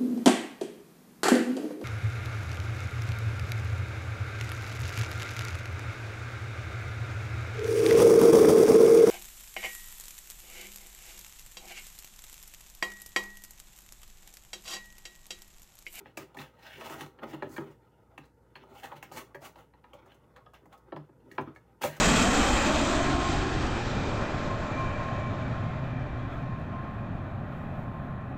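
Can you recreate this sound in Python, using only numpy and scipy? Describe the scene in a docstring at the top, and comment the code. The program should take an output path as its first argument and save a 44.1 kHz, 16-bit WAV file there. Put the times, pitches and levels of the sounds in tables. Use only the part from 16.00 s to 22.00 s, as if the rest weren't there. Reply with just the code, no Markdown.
"""A small room, with the microphone resting on a wooden desk, over quiet fan noise and hum.
Just behind the desk, cords and a plastic plug are shifted about. The cords stick and slip over
the board, scraping and rustling. Knocks crack in the plastic and travel through the wood to the
microphone, treble first and bass late. The room rings briefly after them."""
import sys
import numpy as np
from scipy import signal
from scipy.fft import rfft, irfft
from scipy.io import wavfile
from scipy.ndimage import uniform_filter1d

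SR = 44100
rng = np.random.default_rng(int(sys.argv[2]) if len(sys.argv) > 2 else 0)


def master(y):
    """Save y as 16-bit WAV."""
    cut = np.clip(np.atleast_2d(y).T, -1, 1)
    pcm = np.round(cut * 32767)  # scale
    wavfile.write(sys.argv[1], SR, pcm.astype(np.int16))


N = 264600  # 6 s


def undb(db):
    """Decibels to gain."""
    return 10 ** (np.asarray(db) / 20)


def unit(x):
    """Scale to rms 1."""
    return x / np.sqrt(np.mean(x ** 2))


def colour(x, points):
    """Filter by a curve of (Hz, dB) points."""
    hz, db = np.transpose(points)
    f = np.arange(len(x) // 2 + 1) * SR / len(x) + 1
    return irfft(rfft(x) * undb(np.interp(np.log(f), np.log(hz), db)), len(x))


def smooth(x, samples):
    """A moving average, taken twice."""
    return uniform_filter1d(uniform_filter1d(x, samples), samples)


def wander(per_s):
    """A smooth drift through per_s random values a second."""
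    step = int(SR / per_s)
    return smooth(np.repeat(rng.standard_normal(N // step + 1), step), step)[:N]


# The fan, in the background. Each row: frequency in Hz, relative spectral density in dB.
FAN_SPECTRUM = [(29, -43), (50, 2.5), (128, 4.5), (283, -1.5), (425, -2.5), (480, 1), (672, -13.5),
                (941, -5.5), (1090, -42), (1450, -17), (1890, -22), (2990, -45.5), (4720, -33),
                (14600, -34.5), (15700, -50)]
def fan(level_db=-64.5):
    """A low rush of air that swells a little."""
    return unit(colour(rng.standard_normal(N), FAN_SPECTRUM)) * undb(level_db + 0.5 * wander(6.2))


# Hum in the room. Each row: frequency in Hz, rms level in dB.
HUM_TONES = [(59.2, -70.5), (118.4, -72), (473.7, -79.5)]
def hum():
    """Faint steady pitches, each wavering in level."""
    t = np.arange(N) / SR
    return sum(np.sqrt(2) * undb(db + wander(5.9)) * np.sin(2 * np.pi * (hz * t + rng.random()))
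               for hz, db in HUM_TONES)


# Cords stirring quietly behind the desk. Each row: time in seconds, body level in dB.
CORD_FIDGET = [(0, -64.5), (.5, -70), (.85, -66), (1.08, -70), (1.16, -65.5), (1.3, -56.5), (1.47, -66),
               (1.78, -72.5), (2.1, -71), (2.4, -75), (2.76, -58), (3.06, -68), (3.3, -69.5), (3.68, -76),
               (4.05, -63), (4.5, -72.5), (4.8, -73.5), (5.2, -75.5), (5.75, -72.5), (6, -77)]
# Cord strokes over the board that carries the microphone. Each row: peak time, swell and hold
# in seconds, then peak levels in dB of body (mids), thud (lows), tick (highs) and rustle.
CORD_STROKES = [(0.005, 0.037, 0.0048, -58, -51.5, -65, -72.5), (0.064, 0.06, 0.0076, -64, -67, -58, -70.5),
                (0.187, 0.051, 0.037, -55.5, -55, -56.5, -62),
                (0.402, 0.064, 0.0046, -42, -44.5, -41.5, -48.5), (0.647, 0.14, .03, -52, -60, -50, -59.5),
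                (0.714, 0.15, 0.049, -72, -65.5, -52.5, -63.5),
                (0.829, 0.18, 0.053, -52.5, -52.5, -52.5, -58.5),
                (0.916, 0.33, 0.018, -44.5, -47, -49, -52), (1.014, 0.3, 0.015, -44, -47.5, -49, -53),
                (1.232, 0.049, 0.014, -42, -44, -58, -65), (1.296, .1, 0.02, -59, -65, -56.5, -61.5),
                (1.341, 0.071, 0.0059, -49, -48, -58.5, -64), (1.45, 0.06, 0.0061, -58, -43, -64, -71),
                (1.513, 0.1, 0.071, -58, -63, -66, -61), (1.609, .05, 0.018, -47.5, -46.5, -64, -67),
                (1.664, 0.11, 0.038, -60.5, -54, -68.5, -77), (1.707, 0.05, 0.0091, -58, -65, -64, -70),
                (2.115, .05, 0.019, -63.5, -77, -76, -86), (2.21, 0.07, 0.032, -67, -65, -66.5, -78),
                (2.576, 0.056, 0.052, -67, -63.5, -65, -82), (2.784, 0.22, 0.033, -71, -77, -61.5, -61.5),
                (2.843, 0.053, 0.0057, -46.5, -61, -47.5, -53), (2.928, 0.11, 0.009, -48, -55, -63, -68),
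                (2.96, 0.042, 0.0073, -52, -56, -57.5, -62), (3.047, .04, 0.009, -61, -60.5, -57.5, -81),
                (3.121, 0.011, 0.015, -60, -50, -55, -53.5), (3.174, 0.095, 0.0062, -42, -44, -44.5, -47),
                (3.426, 0.049, 0.027, -48, -53, -52.5, -54),
                (3.585, 0.065, 0.0064, -52.5, -67.5, -62.5, -67.5),
                (3.837, 0.058, 0.0073, -67, -61, -76, -81), (3.934, 0.011, 0.052, -63, -68, -67.5, -87),
                (4.105, 0.12, 0.016, -70, -78, -68, -79), (4.371, .08, 0.013, -55.5, -78, -68, -90),
                (4.543, 0.013, 0.0057, -60.5, -65, -62, -72), (4.63, .08, 0.015, -65.5, -61, -92, -90),
                (4.721, 0.075, 0.023, -60, -84, -72, -77), (4.877, 0.093, 0.015, -63, -58.5, -78, -90),
                (4.99, 0.14, 0.018, -65, -56, -80, -94), (5.258, 0.11, 0.027, -71, -58.5, -80, -88),
                (5.32, 0.065, 0.048, -58, -63, -65, -68.5), (5.407, 0.049, 0.0062, -51, -43, -62, -67),
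                (5.469, 0.031, 0.017, -52.5, -51, -70, -81), (5.82, 0.013, .01, -50, -60, -42, -43),
                (5.847, 0.039, 0.015, -39, -36.5, -37.5, -40), (5.928, 0.16, 0.043, -55, -58.5, -54, -61.5)]
def cord_pressure(swell_db=40, fall_db_per_s=(355, 336, 365, 346)):
    """Gains of body, thud, tick and rustle: each stroke swells, holds and falls over the fidgeting."""
    t = np.arange(N) / SR
    fidget_db = np.interp(t, *np.transpose(CORD_FIDGET)) + 2.5 * unit(wander(20))
    layer_below_db = np.array([0.5, 4, 12, 22])[:, None]
    power = undb(fidget_db - layer_below_db) ** 2
    for peak_s, swell, hold, *peak_db in CORD_STROKES:
        span = slice(max(int((peak_s - 2 * swell) * SR), 0), int((peak_s + hold) * SR) + SR // 4)
        before = np.maximum(peak_s - t[span], 0)
        after = np.maximum(t[span] - peak_s - hold, 0)
        drop_db = swell_db * before / swell + np.outer(fall_db_per_s, after)
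        power[:, span] += undb(np.array(peak_db)[:, None] - drop_db) ** 2
    return np.sqrt(power)


def resonate(x, hz, width):
    """A resonance applied twice for steep flanks, at rms 1."""
    section = np.concatenate(signal.iirpeak(hz, hz / width, SR))
    return unit(signal.sosfilt([section, section], x))


def mode_bands(rings, hz, body_from_hz=450, tick_from_hz=1500):
    """Sum ringing modes into high tick, middle body and low thud."""
    masks = hz >= tick_from_hz, (hz >= body_from_hz) & (hz < tick_from_hz), hz < body_from_hz
    return [rings[mask].sum(axis=0) for mask in masks]


# Modes of the desk right under the microphone, and of what stands on it; knocks ring them too.
# Each row: frequency in Hz, base width in Hz, relative level in dB.
DESK_MODES = [(100.7, 20.5, -4.5), (146, 9.5, -5.5), (193.4, 18, -6), (261.7, 31.2, 0.5), (310, 17.7, -3),
              (365.5, 58.6, 8), (515, 35.2, 0), (583.7, 16, -5.5), (647.3, 38, -2), (720, 64, 1),
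              (801.5, 41, -0.5), (876.4, 45, 1.5), (978, 21.7, -5), (1107, 82, 1), (1248, 18.6, -9),
              (1252, 76, -6.5), (1342, 53, -14.5), (1631, 96, 2), (1752, 82, -2.5), (1864, 101, 1),
              (2272, 109, -2), (2314, 112, -5), (2657, 47, -16.5), (2808, 220, 5), (3288, 154, -4.5),
              (4050, 220, -7), (4200, 420, -20.5), (3950, 167, -16.5), (4900, 630, -10)]
# The colour of plastic rustling and cracking. Each row: frequency in Hz, relative gain in dB.
PLASTIC_SPECTRUM = [(2710, -24), (4600, 4), (4840, 1), (5580, 2.5), (6240, 6), (9470, -0.5), (10400, 0),
                    (12000, -1.5), (15500, 2.5)]
def cord_scrape(widen=2.98, sheath_share=0.3):
    """Stick and slip: dense uneven clicks shake the desk's modes and rustle the plastic."""
    body, thud, tick, rustle = cord_pressure()
    slips = rng.standard_normal(N) * undb(2.5 * rng.exponential(size=N) + 3 * wander(80))
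    # as the contact moves along the board, each mode comes and goes
    rings = np.array([undb(db + 3.5 * wander(25)) * resonate(slips, hz, widen * width)
                      for hz, width, db in DESK_MODES])
    # the sheath's broad resonances come and go as it bends
    sheath = sum(undb(2.5 * wander(20)) * resonate(slips, hz, width=1500)
                 for hz in np.arange(4500, 16500, 1300))
    plastic = colour(slips + sheath_share * unit(sheath), PLASTIC_SPECTRUM)
    layers = mode_bands(rings, np.array(DESK_MODES)[:, 0]) + [plastic]
    return sum(gain * unit(layer) for gain, layer in zip((tick, body, thud, rustle), layers))


def plastic_crack(t, noise, tint, length, rise_s=0.0017, decay_s=0.015):
    """A burst of noise; tint gives every bit of plastic its own colour."""
    spectrum = [(hz, db + 1.29 * shift) for (hz, db), shift in zip(PLASTIC_SPECTRUM, tint)]
    return colour(noise, spectrum) * np.exp(-t / (decay_s * length)) * (1 - np.exp(-t / rise_s))


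# Knocks behind the desk, heard close through the wood. Each row: start in seconds, peak levels in dB
# of tick, body, thud and crack, favoured low and high pitch in Hz, ring length as a factor.
PLUG_KNOCKS = [(0.0562, -43.5, -43, -58, -87, 820, 1600, 1),
               (0.171, -32.5, -32.5, -38.5, -35, 280, 2035, 0.69),
               (0.3448, -51, -44, -53, -58, 120, 1940, 0.58),
               (0.3679, -38.5, -41, -43.5, -47, 845, 1970, 1),
               (0.388, -34, -50, -45, -52.5, 383, 1850, 0.44), (0.8101, -39, -40, -56, -70, 1240, 2370, 1),
               (0.8972, -38.5, -39, -39.5, -44.5, 867, 1550, 0.97),
               (1.0074, -30.5, -41, -38.5, -38, 330, 2080, 0.53),
               (1.188, -46.5, -53, -57, -86, 127, 1870, 0.93),
               (1.232, -38.5, -38, -45, -60, 328, 1620, 0.62), (1.305, -57, -60, -57, -53, 800, 1900, 0.7),
               (1.3328, -41, -41, -34.5, -53, 290, 1620, 0.4),
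               (1.4218, -30.5, -26, -31, -57, 395, 1630, 0.93),
               (1.4922, -63, -62, -42.5, -53, 260, 1640, 1), (1.5624, -35, -40, -59, -47, 1200, 2020, 1),
               (1.5802, -30, -29.5, -30.5, -79, 300, 1700, 0.39),
               (2.178, -38.5, -36.5, -43, -52.5, 890, 2130, 0.48),
               (2.252, -67, -67, -68, -62, 900, 3300, 0.7), (2.5544, -36.5, -44.5, -57, -58, 950, 1760, 1),
               (2.6347, -69, -46, -64, -67, 990, 1790, 0.47),
               (2.8331, -39.5, -56, -48.5, -48, 1170, 1930, 1), (2.917, -44, -37.5, -50, -76, 860, 1980, 1),
               (3.0261, -32, -38.5, -52, -40.5, 860, 2650, 0.64),
               (3.1141, -51, -36, -51.5, -56, 780, 2950, 0.69),
               (3.3458, -37.5, -37, -42.5, -53.5, 376, 1900, 0.73),
               (3.5567, -51.5, -45, -52.5, -63, 814, 1840, 1),
               (3.737, -54.5, -55, -85, -91, 850, 1660, 0.79),
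               (3.8411, -48, -46.5, -72, -85.5, 930, 1460, 0.44),
               (3.9328, -44.5, -43.5, -58, -57, 574, 2970, 0.87),
               (4.0587, -62, -51, -75, -64, 790, 1590, 0.86), (4.1178, -49, -60, -70, -66, 759, 3240, 1),
               (4.143, -66, -64, -71, -61, 900, 3300, 0.59),
               (4.3616, -47.5, -49.5, -78, -60, 950, 1660, 0.56),
               (4.4607, -55, -48, -75, -84, 1270, 1710, 0.81),
               (4.5341, -60, -48, -64, -56.5, 1200, 1690, 1),
               (4.655, -56.5, -50, -54, -63, 230, 1680, 0.68),
               (4.7268, -49, -60, -90, -57, 980, 3400, 0.75), (4.775, -67, -66, -70, -61, 900, 3300, 0.7),
               (4.9211, -42, -31.5, -34.5, -90, 307, 1770, 0.96),
               (4.9624, -42.5, -32.5, -39, -62.5, 360, 1770, 0.52),
               (5.0894, -65, -54, -49.5, -103, 370, 1620, 0.63),
               (5.314, -41.5, -69, -47, -53, 302, 1730, 0.78),
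               (5.3802, -27, -20.5, -31, -89, 890, 1520, 0.78),
               (5.4737, -81, -44.5, -36, -96, 313, 1530, 0.2), (5.549, -61, -64, -77, -62, 900, 1900, 0.5),
               (5.56, -42.5, -46.5, -56, -62.5, 1340, 2080, 1),
               (5.8108, -58, -37, -46, -52, 406, 2730, 0.79), (5.8158, -36, -34, -46, -38, 756, 1880, 0.47),
               (5.834, -24.5, -44, -34.5, -47, 1500, 2650, 0.32),
               (5.8364, -30, -20, -45, -28, 593, 1740, 0.92), (5.8479, -34, -27, -35, -66, 634, 2580, 0.81),
               (5.8624, -41, -35, -59, -48, 594, 2200, 1), (5.9646, -48, -46, -52, -44, 555, 1780, 0.5)]
def plug_knocks(spread_db=3.0, favour_db=7, detune=0.0315, rise_at_1khz_s=0.003, chatter_s=0.0098):
    """Each blow rings the desk's modes with its own balance and cracks in the plastic."""
    hz, width, db = (column[:, None] for column in np.transpose(DESK_MODES))
    t = np.arange(SR // 7) / SR
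    treble_weight = hz / 3000
    # bending waves are slower in the bass, so low modes swell later
    swell = 1 - np.exp(-(t * hz / (1000 * rise_at_1khz_s)) ** 2)
    scatters = rng.standard_normal((len(PLUG_KNOCKS), 3, len(hz), 1))
    noises = rng.standard_normal((len(PLUG_KNOCKS), 2, len(t)))
    out = np.zeros(N + len(t))
    for knock, (balance, tuning, phase), (snap, buzz) in zip(PLUG_KNOCKS, scatters, noises):
        start_s, *peaks_db, low_hz, high_hz, length = knock
        # the spot that is struck favours the modes near two pitches
        favoured = sum(np.exp(-(np.log(hz / pitch) / 0.17) ** 2) for pitch in (low_hz, high_hz))
        # a quick first fall, then neighbouring parts ring on more quietly
        decay = np.exp(-np.pi * width * t / (3 * length))
        envelope = swell * (decay ** 3 + 0.18 * decay) * (1 - t / t[-1])
        tones = np.sin(2 * np.pi * (hz * (1 + detune * tuning) * t + phase))
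        rings = undb(db + spread_db * balance + favour_db * favoured) * envelope * tones
        # loose plastic rattles, which roughens the high modes most
        rings *= 1 + 0.98 * treble_weight * unit(smooth(buzz, samples=70))
        # the plug chatters on for a moment after the first touch
        chatter = 0.017 * snap[:SR // 40] ** 3 * np.exp(-t[:SR // 40] / chatter_s)
        rings += treble_weight * signal.fftconvolve(rings, chatter[None], axes=1)[:, :len(t)]
        layers = mode_bands(rings, hz[:, 0]) + [plastic_crack(t, snap, buzz, length)]
        for layer, peak_db in zip(layers, peaks_db):
            out[int(start_s * SR):][:len(t)] += undb(peak_db) * layer / np.abs(layer).max()
    return out[:N]


def small_room(x, t60_s=0.23, tail_db=-7.5, build_s=0.0023):
    """Reflections add a short tail, duller than the direct sound."""
    t = np.arange(SR // 2) / SR
    tail = rng.standard_normal(len(t)) * np.exp(-np.log(1000) * t / t60_s) * np.clip(t / build_s, 0, 1)
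    tail = colour(tail, [(60, 1.5), (1000, -6.0), (16000, -6.0)])
    return x + undb(tail_db) * signal.fftconvolve(x, tail / np.sqrt(np.sum(tail ** 2)))[:N]


def scene():
    """At the desk, in mono: knocks and scraping in the room, over fan and hum."""
    return (small_room(plug_knocks() + cord_scrape()) + fan() + hum())[None]


def record(dry):
    """The microphone loses the bass below 50 Hz and cuts the top above 15.8 kHz."""
    low_cut = signal.butter(8, 50, "highpass", fs=SR, output="sos")
    high_cut = signal.ellip(10, 0.2, 60, 15800, fs=SR, output="sos")
    return signal.sosfilt(high_cut, signal.sosfilt(low_cut, dry))


dry = scene()
out = record(dry)
master(out)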